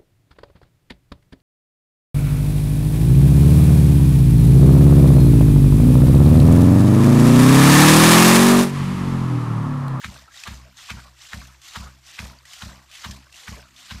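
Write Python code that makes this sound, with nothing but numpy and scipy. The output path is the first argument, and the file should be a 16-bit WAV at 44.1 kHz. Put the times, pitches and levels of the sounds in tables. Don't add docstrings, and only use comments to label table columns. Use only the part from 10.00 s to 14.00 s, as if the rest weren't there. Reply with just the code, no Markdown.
import sys
import numpy as np
from scipy import signal
from scipy.fft import rfft, irfft
from scipy.io import wavfile
from scipy.ndimage import uniform_filter1d

SR = 44100
rng = np.random.default_rng(int(sys.argv[2]) if len(sys.argv) > 2 else 0)


def to_wav(sig):
    pcm = np.clip(np.atleast_2d(sig), -1, 1) * 32767
    pcm = np.round(pcm).astype(np.int16)
    wavfile.write(sys.argv[1], SR, pcm.T)


def gain_from_decibels(decibels):
    exponent = np.asarray(decibels, float) / 20
    return 10 ** exponent


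N = 176400
T = np.arange(N) / SR

# hz, gain_db
RUMBLE_CURVE = [(15, -24), (30, -10), (70, -1), (150, -14.5), (250, -12), (400, -51)]
# hz, gain_db
TRICKLE_CURVE = [(200, -45), (330, 4), (480, -21.5), (1300, -23.5), (2100, -14.5), (2800, -5), (5000, -7),
                 (6500, -6), (10000, -9), (15000, -6.5)]
RUMBLE_DB, TRICKLE_DB = -70.5, -62

# start_s, length_s, pitch_hz, width_hz, level_db
GURGLES = [(0.228, 0.048, 1840, 90, -64), (0.276, 0.015, 1330, 44, -52), (0.303, 0.023, 1660, 100, -58),
           (0.451, 0.022, 1180, 95, -45), (0.502, 0.16, 1080, 270, -63.5), (0.954, 0.057, 1500, 324, -50),
           (1.04, 0.056, 1140, 83.33, -57.5), (1.804, 0.1, 1204, 324, -51.5),
           (2.244, 0.13, 925.9, 216, -59), (2.75, 0.066, 1134, 120, -64), (3.402, 0.11, 484, 27.78, -68),
           (3.51, 0.018, 481.5, 60, -60), (3.563, 0.035, 575, 120, -53), (3.499, 0.15, 734, 64.8, -64),
           (0.637, 0.069, 633, 80, -61.5), (2.217, 0.06, 534, 55.56, -60.5),
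           (2.68, 0.13, 648.1, 138.9, -64), (.1, 0.072, 754, 162, -59.5)]
# start_s, level_db, start_pitch_hz, t60_s, tick_re_level_db
DROPS = [(0.016, -26.5, 1680, 0.015, -21), (0.342, -36, 1850, 0.039, -10), (0.374, -30, 3630, 0.029, -24),
         (0.436, -21, 2490, 0.017, -7.5), (0.77, -31.5, 6460, 0.015, -7.5), (0.889, -34, 1070, 0.06, -15),
         (1.616, -48.5, 7300, 0.03, 7), (2.387, -36, 4600, 0.016, -12), (2.453, -37.5, 1880, 0.04, -4),
         (2.533, -36, 2930, 0.06, -2), (2.914, -36.5, 2460, 0.013, -4), (3.109, -34.5, 4930, 0.06, 0),
         (3.325, -38, 2680, 0.021, -3), (3.342, -34, 2710, 0.026, -10), (3.762, -40.5, 3500, 0.048, -8.5)]

# level_db, hold_s, drain_db_per_s, spray_s
SPLASHES = [(-45, 0.12, -84, 0.14), (-45, 0.033, -55, 0.082), (-47, 0.11, -90, 0.13),
            (-44, 0.079, -78, 0.15), (-44, 0.045, -74, 0.11), (-43, 0.05, -73, 0.097),
            (-43.5, 0.052, -65, 0.074), (-45, 0.037, -57, 0.11), (-43.5, .07, -84, .1),
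            (-44, 0.053, -86, 0.05)]
# hz, gain_db
SPLASH_CURVE = [(240, -19), (400, -21.5), (670, -9), (791, -13), (964, -3.5), (1390, -2), (2290, -0.5),
                (3050, -2), (4880, 3), (9960, -3.5), (13500, -4), (15000, -21)]
SPLASH_RISE_S, TREBLE_HZ = 0.004, 3380
SPRAY_FADE_DB_PER_S, SPRAY_END_S, SPRAY_REST_DB = -30, 0.025, -8

# lead_s, rise_s, level_db
JETS = [(0.21, .05, -46.5), (0.2, 0.092, -43.5), (0.17, 0.051, -44), (0.22, 0.11, -45.5),
        (0.165, 0.049, -45), (0.2, 0.088, -45.5), (0.18, 0.039, -45), (0.2, 0.093, -44),
        (0.2, 0.082, -45.5), (0.22, 0.1, -47)]
# hz, gain_db
JET_CURVE = [(290, -48), (500, -33), (724, -15.5), (896, -19.5), (1080, -10), (1610, -7.5), (1930, -3.5),
             (2260, -5), (3090, 0), (6570, -3), (13600, -11), (15000, -17)]
JET_GROW_DB, JET_CUT_S = 1.5, 0.028

# settled_pitch_hz, level_db, rattle_db, rattle_stop_s
BUZZES = [(65.2, -44, 8, 0.21), (63.3, -37.5, 2, 0.28), (61.9, -39, -0.5, 0.21), (63.85, -39.5, 5, 0.184),
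          (64.2, -38.5, 2.5, 0.21), (64.4, -40.5, 6, 0.188), (63.65, -42.5, 10, 0.2), (66, -41.5, 9, 0.16),
          (64.1, -43, 5.5, 0.48), (64.1, -41, 7, .2)]
# gain_db, t60_s
BUZZ_ORDERS = [(4.5, 0.6), (-6.5, 0.82), (-16, 0.98), (-22, 1), (-22.5, 0.47), (-31.5, 0.48), (-37, 0.32),
               (-56, 0.27)]
BUZZ_RISE_S, BUZZ_SAG = 0.05, 0.04
FLUTTER_DB, RATTLE_FLUTTER_DB = 2, 3.5
HOLLOW_HZ, HOLLOW_FALL_HZ_PER_S, HOLLOW_DB, HOLLOW_WIDTH_HZ = 458, 640, 8, 45

THUMPS = [.0472, 0.4766, .907, 1.336, 1.7656, 2.1949, 2.6262, 3.056, 3.4833, 3.9131]
# start_pitch_hz, level_db, t60_s, first_swing (signed factor)
BODY = [(42.3, -47.5, 0.22, 0.93), (64, -31.5, 0.083, -0.93), (100.3, -24.5, 0.036, 0.87),
        (120.6, -44, 0.41, -1.25), (145.2, -31.5, 0.24, -0.4), (195.4, -33.5, 0.13, 0.46),
        (234.2, -41.5, 0.24, -0.68), (313, -53, 0.081, 0.85)]
RETURN_S, RETURN_DB, DETUNE = 0.03405, 0.2, 0.0061

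# start_s, clack_db, colour_hz, squeal_db, thump_db
SLAMS = [(.0452, -19, 2100, -33, 0), (.4750, -27, 1500, -34, 0), (.9044, -20, 2300, -33, 0),
         (1.3332, -22, 1780, -37, 0), (1.7600, -24, 1360, -33, 0), (2.1913, -21, 2340, -37, 0),
         (2.6230, -28, 1310, -37, 0), (3.0480, -26, 1220, -34, 0), (3.4811, -27, 1780, -38, 0),
         (3.9101, -27, 1030, -37, 0)]
# pitch_hz, damping_hz, gain_db
VALVE = [(1320, 340, 0), (1790, 510, 12), (2320, 280, 4.5), (3110, 260, 10.5), (3790, 390, 13.5),
         (3770, 1100, -26)]
# hz, gain_db
OPEN_AIR = [(200, -17), (700, -7.5), (1000, 2), (15000, 7.5)]
SQUEAL_RISE_S, SQUEAL_FALL_S, SQUEAL_AIR_DB = 0.0078, 0.012, -10
COLOUR_DB, COLOUR_OCT = 19.5, 0.29

# hz, side_re_mid_db
SIDE_CURVE = [(60, -38), (150, -54), (370, -58), (930, -34.5), (2340, -58), (5830, -14.5), (14600, -7.5)]
# hz, gain_db
MIC = [(20, 3), (7500, 0.5), (8800, -2.5), (9200, -4.5), (12000, -6), (14000, -4), (16000, 6)]
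EDGE_HZ = 14400


def evened(x):
    return x / np.sqrt(np.mean(x ** 2) + 1e-20)


def add(mix, start_s, sound):
    part = mix[round(start_s * SR):][:len(sound)]
    part += sound[:len(part)]


def colour(x, points):
    curve_hz, db = np.transpose(points)
    hz = np.fft.rfftfreq(len(x), 1 / SR)
    gain = gain_from_decibels(np.interp(np.log(hz + 1), np.log(curve_hz + 1), db))
    return irfft(rfft(x) * gain, len(x))


def water(points, grain_db, per_s, spread_db, cycles, patchy_db, flicker_db):
    _, t, z = signal.stft(rng.standard_normal(N), nperseg=256, noverlap=192)
    patches = uniform_filter1d(rng.standard_normal(z.shape), size=5, axis=0)
    patches = evened(uniform_filter1d(patches, size=20, axis=1))
    flicker = evened(uniform_filter1d(rng.standard_normal(len(t)), size=4))
    gain = gain_from_decibels(patchy_db * patches + flicker_db * flicker)
    hiss = signal.istft(z * gain, nperseg=256, noverlap=192)[1][:N]

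    bubbles = np.zeros(N)
    for hz in np.geomspace(500, 6000, num=24):
        u = np.arange(0, 25 * SR / hz) * hz / SR
        shape = np.minimum(u, 1) * np.exp(-u / cycles) * np.sin(2 * np.pi * u * (1 + 0.00484 * u))
        births = rng.random(N) < per_s / 24 / SR
        train = births * gain_from_decibels(spread_db * np.minimum(rng.exponential(1, N), 3))
        bubbles += signal.oaconvolve(train, shape)[:N]
    return evened(colour(evened(hiss) + gain_from_decibels(grain_db) * evened(bubbles), points))


def rumble():
    return gain_from_decibels(RUMBLE_DB) * evened(colour(rng.standard_normal(N), RUMBLE_CURVE))


def trickle():
    return gain_from_decibels(TRICKLE_DB) * water(TRICKLE_CURVE, grain_db=-8, per_s=400, spread_db=3.5, cycles=5,
                                   patchy_db=2, flicker_db=1.2)


def gurgles():
    out = np.zeros(N)
    for start_s, length_s, hz, width_hz, db in GURGLES:
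        t = np.arange(0, length_s + 0.0097, 1 / SR)
        swell = np.sin(np.pi * np.minimum(t / length_s, 1)) ** 0.5
        drive = rng.standard_normal(len(t)) * swell
        ring = np.exp(-np.pi * width_hz * t) * np.sin(2 * np.pi * hz * t)
        add(out, start_s, gain_from_decibels(db) * evened(signal.fftconvolve(drive, ring)[:len(t)]))
    return out


def drops():
    out, t = np.zeros(N), np.arange(0, 0.05, 1 / SR)
    for start_s, db, hz, t60_s, tick_db in DROPS:
        tone = np.sin(2 * np.pi * hz * t * (1 + 3 * t))
        tick = gain_from_decibels(tick_db) * evened(colour(rng.standard_normal(len(t)), JET_CURVE))
        env = gain_from_decibels(db - 60 * t / t60_s) * np.minimum(t / 0.0012, 1)
        add(out, start_s, env * (0.7 * tone + tick))
    return out


def splash():
    x = water(SPLASH_CURVE, grain_db=-3.5, per_s=1100, spread_db=5.5, cycles=4.3, patchy_db=2, flicker_db=2)
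    low = signal.sosfiltfilt(signal.butter(2, TREBLE_HZ, fs=SR, output="sos"), x)
    treble = x - low
    out = np.zeros(N)
    for (slam_s, *_), (db, hold_s, drain_db_per_s, spray_s) in zip(SLAMS, SPLASHES):
        t = T - slam_s
        drain = gain_from_decibels(drain_db_per_s * np.maximum(t - hold_s, 0))
        spraying = 1 / (1 + np.exp(np.clip((t - spray_s) / SPRAY_END_S, -50, 50)))
        spray = spraying * gain_from_decibels(SPRAY_FADE_DB_PER_S * np.maximum(t, 0))
        spray += (1 - spraying) * gain_from_decibels(SPRAY_REST_DB) * drain
        out += np.clip(t / SPLASH_RISE_S, 0, 1) * gain_from_decibels(db) * (low * drain + treble * spray)
    return out


def jet():
    env = np.zeros(N)
    for (slam_s, *_), (lead_s, rise_s, db) in zip(SLAMS, JETS):
        t = T - slam_s
        opening = np.clip((t + lead_s) / rise_s, 0, 1) ** 2
        growth = gain_from_decibels(db + JET_GROW_DB * np.minimum(t, 0) / lead_s)
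        env += opening * growth * np.exp(-np.maximum(t, 0) / JET_CUT_S)
    return env * water(JET_CURVE, grain_db=-4, per_s=1800, spread_db=3, cycles=4, patchy_db=1.8, flicker_db=1.5)


def buzz():
    out, t = np.zeros(N), np.arange(0, 0.6, 1 / SR)
    order_db, t60_s = np.transpose(BUZZ_ORDERS)[:, :, None]
    k = np.arange(1, len(t60_s) + 1)[:, None]
    for start_s, (hz, db, rattle_db, stop_s) in zip(THUMPS, BUZZES):
        knots_db = rng.normal(0, 1, (len(k), 20)) * np.where(k > 2, RATTLE_FLUTTER_DB, FLUTTER_DB)
        flutter_db = np.array([np.interp(t, np.linspace(0, 0.6, num=20), row) for row in knots_db])
        off_hz = k * hz - (HOLLOW_HZ - HOLLOW_FALL_HZ_PER_S * t)
        hollow_db = HOLLOW_DB * np.exp(-(off_hz / HOLLOW_WIDTH_HZ) ** 2)
        rattle = gain_from_decibels(rattle_db + hollow_db) / (1 + np.exp((t - stop_s) / 0.005))
        level = np.where(k > 2, rattle, 1) * gain_from_decibels(db + order_db + flutter_db - 60 * t / t60_s)
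        level = level * np.clip(t / BUZZ_RISE_S, 0, 1) ** 2
        turns = np.cumsum(hz * (1 + BUZZ_SAG * np.exp(-t / 0.07))) / SR
        add(out, start_s, -(level * np.sin(2 * np.pi * k * turns)).sum(0))
    return out


def thumps():
    out, t = np.zeros(N), np.arange(0, 0.8, 1 / SR)
    hz, db, t60_s, swing = np.transpose(BODY)[:, :, None]
    for start_s, (*_, thump_db) in zip(THUMPS, SLAMS):
        drift = 1 + DETUNE * rng.normal(0, 1, (len(BODY), 1)) * np.minimum(t / 0.16, 1)
        modes = swing * gain_from_decibels(db - 60 * t / t60_s) * np.sin(2 * np.pi * hz * np.cumsum(drift, axis=1) / SR)
        ring = gain_from_decibels(thump_db) * modes.sum(0)
        add(out, start_s, ring)
        add(out, start_s + RETURN_S, -gain_from_decibels(RETURN_DB) * ring)
    return out


def valve():
    out, t = np.zeros(N), np.arange(-0.04, 0.05, 1 / SR)
    since = t - t[0]
    seated = t >= 0
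    for slam_s, clack_db, colour_hz, squeal_db, _ in SLAMS:
        noise = rng.standard_normal(len(t))
        lean = rng.normal(0, 1, (len(VALVE), 2))
        rings, clack = np.zeros(len(t)), np.zeros(len(t))
        for (hz, damping_hz, db), (pitch_lean, level_lean) in zip(VALVE, lean):
            gain = gain_from_decibels(db + COLOUR_DB * np.exp(-(np.log2(hz / colour_hz) / COLOUR_OCT) ** 2))
            ring = np.exp(-2 * np.pi * damping_hz * since)
            ring *= np.sin(2 * np.pi * hz * (1 + 0.01 * pitch_lean) * since)
            rings += gain * gain_from_decibels(level_lean) * evened(signal.fftconvolve(noise, ring)[:len(t)])
            clack += gain * seated * np.exp(-0.7 * np.pi * damping_hz * abs(t)) * np.sin(2 * np.pi * hz * t)
        burst = seated * np.exp(-abs(t) / 0.0015) * evened(colour(noise[::-1], JET_CURVE))
        clack += 0.8 * burst * abs(clack).max() / 9
        air = gain_from_decibels(SQUEAL_AIR_DB) * evened(colour(noise, SPLASH_CURVE))
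        env = np.exp(np.where(t < 0, t / SQUEAL_RISE_S, -t / SQUEAL_FALL_S))
        squeal = env * evened(air + evened(rings))
        add(out, slam_s + t[0], gain_from_decibels(clack_db) * clack / abs(clack).max() + gain_from_decibels(squeal_db) * squeal)
    return colour(out, OPEN_AIR)


def scene():
    mid = rumble() + trickle() + gurgles() + drops() + splash() + jet() + buzz() + thumps() + valve()
    z = signal.stft(mid, nperseg=256, noverlap=192)[2]
    random_phase = np.exp(2j * np.pi * rng.random(z.shape))
    scattered = signal.istft(z * random_phase, nperseg=256, noverlap=192)[1][:N]
    side = 2 * colour(scattered, SIDE_CURVE)
    return np.array([mid + side, mid - side])


def roll_off(x):
    return signal.sosfilt(signal.butter(12, 15170, fs=SR, output="sos"), x)


def record(dry):
    heard = [colour(channel, MIC) for channel in dry]
    low_pass = signal.firwin(511, EDGE_HZ, window=("kaiser", 9), fs=SR)
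    mix = signal.oaconvolve(heard, low_pass[None], "same")
    return roll_off(mix)


dry = scene()
out = record(dry)
to_wav(out)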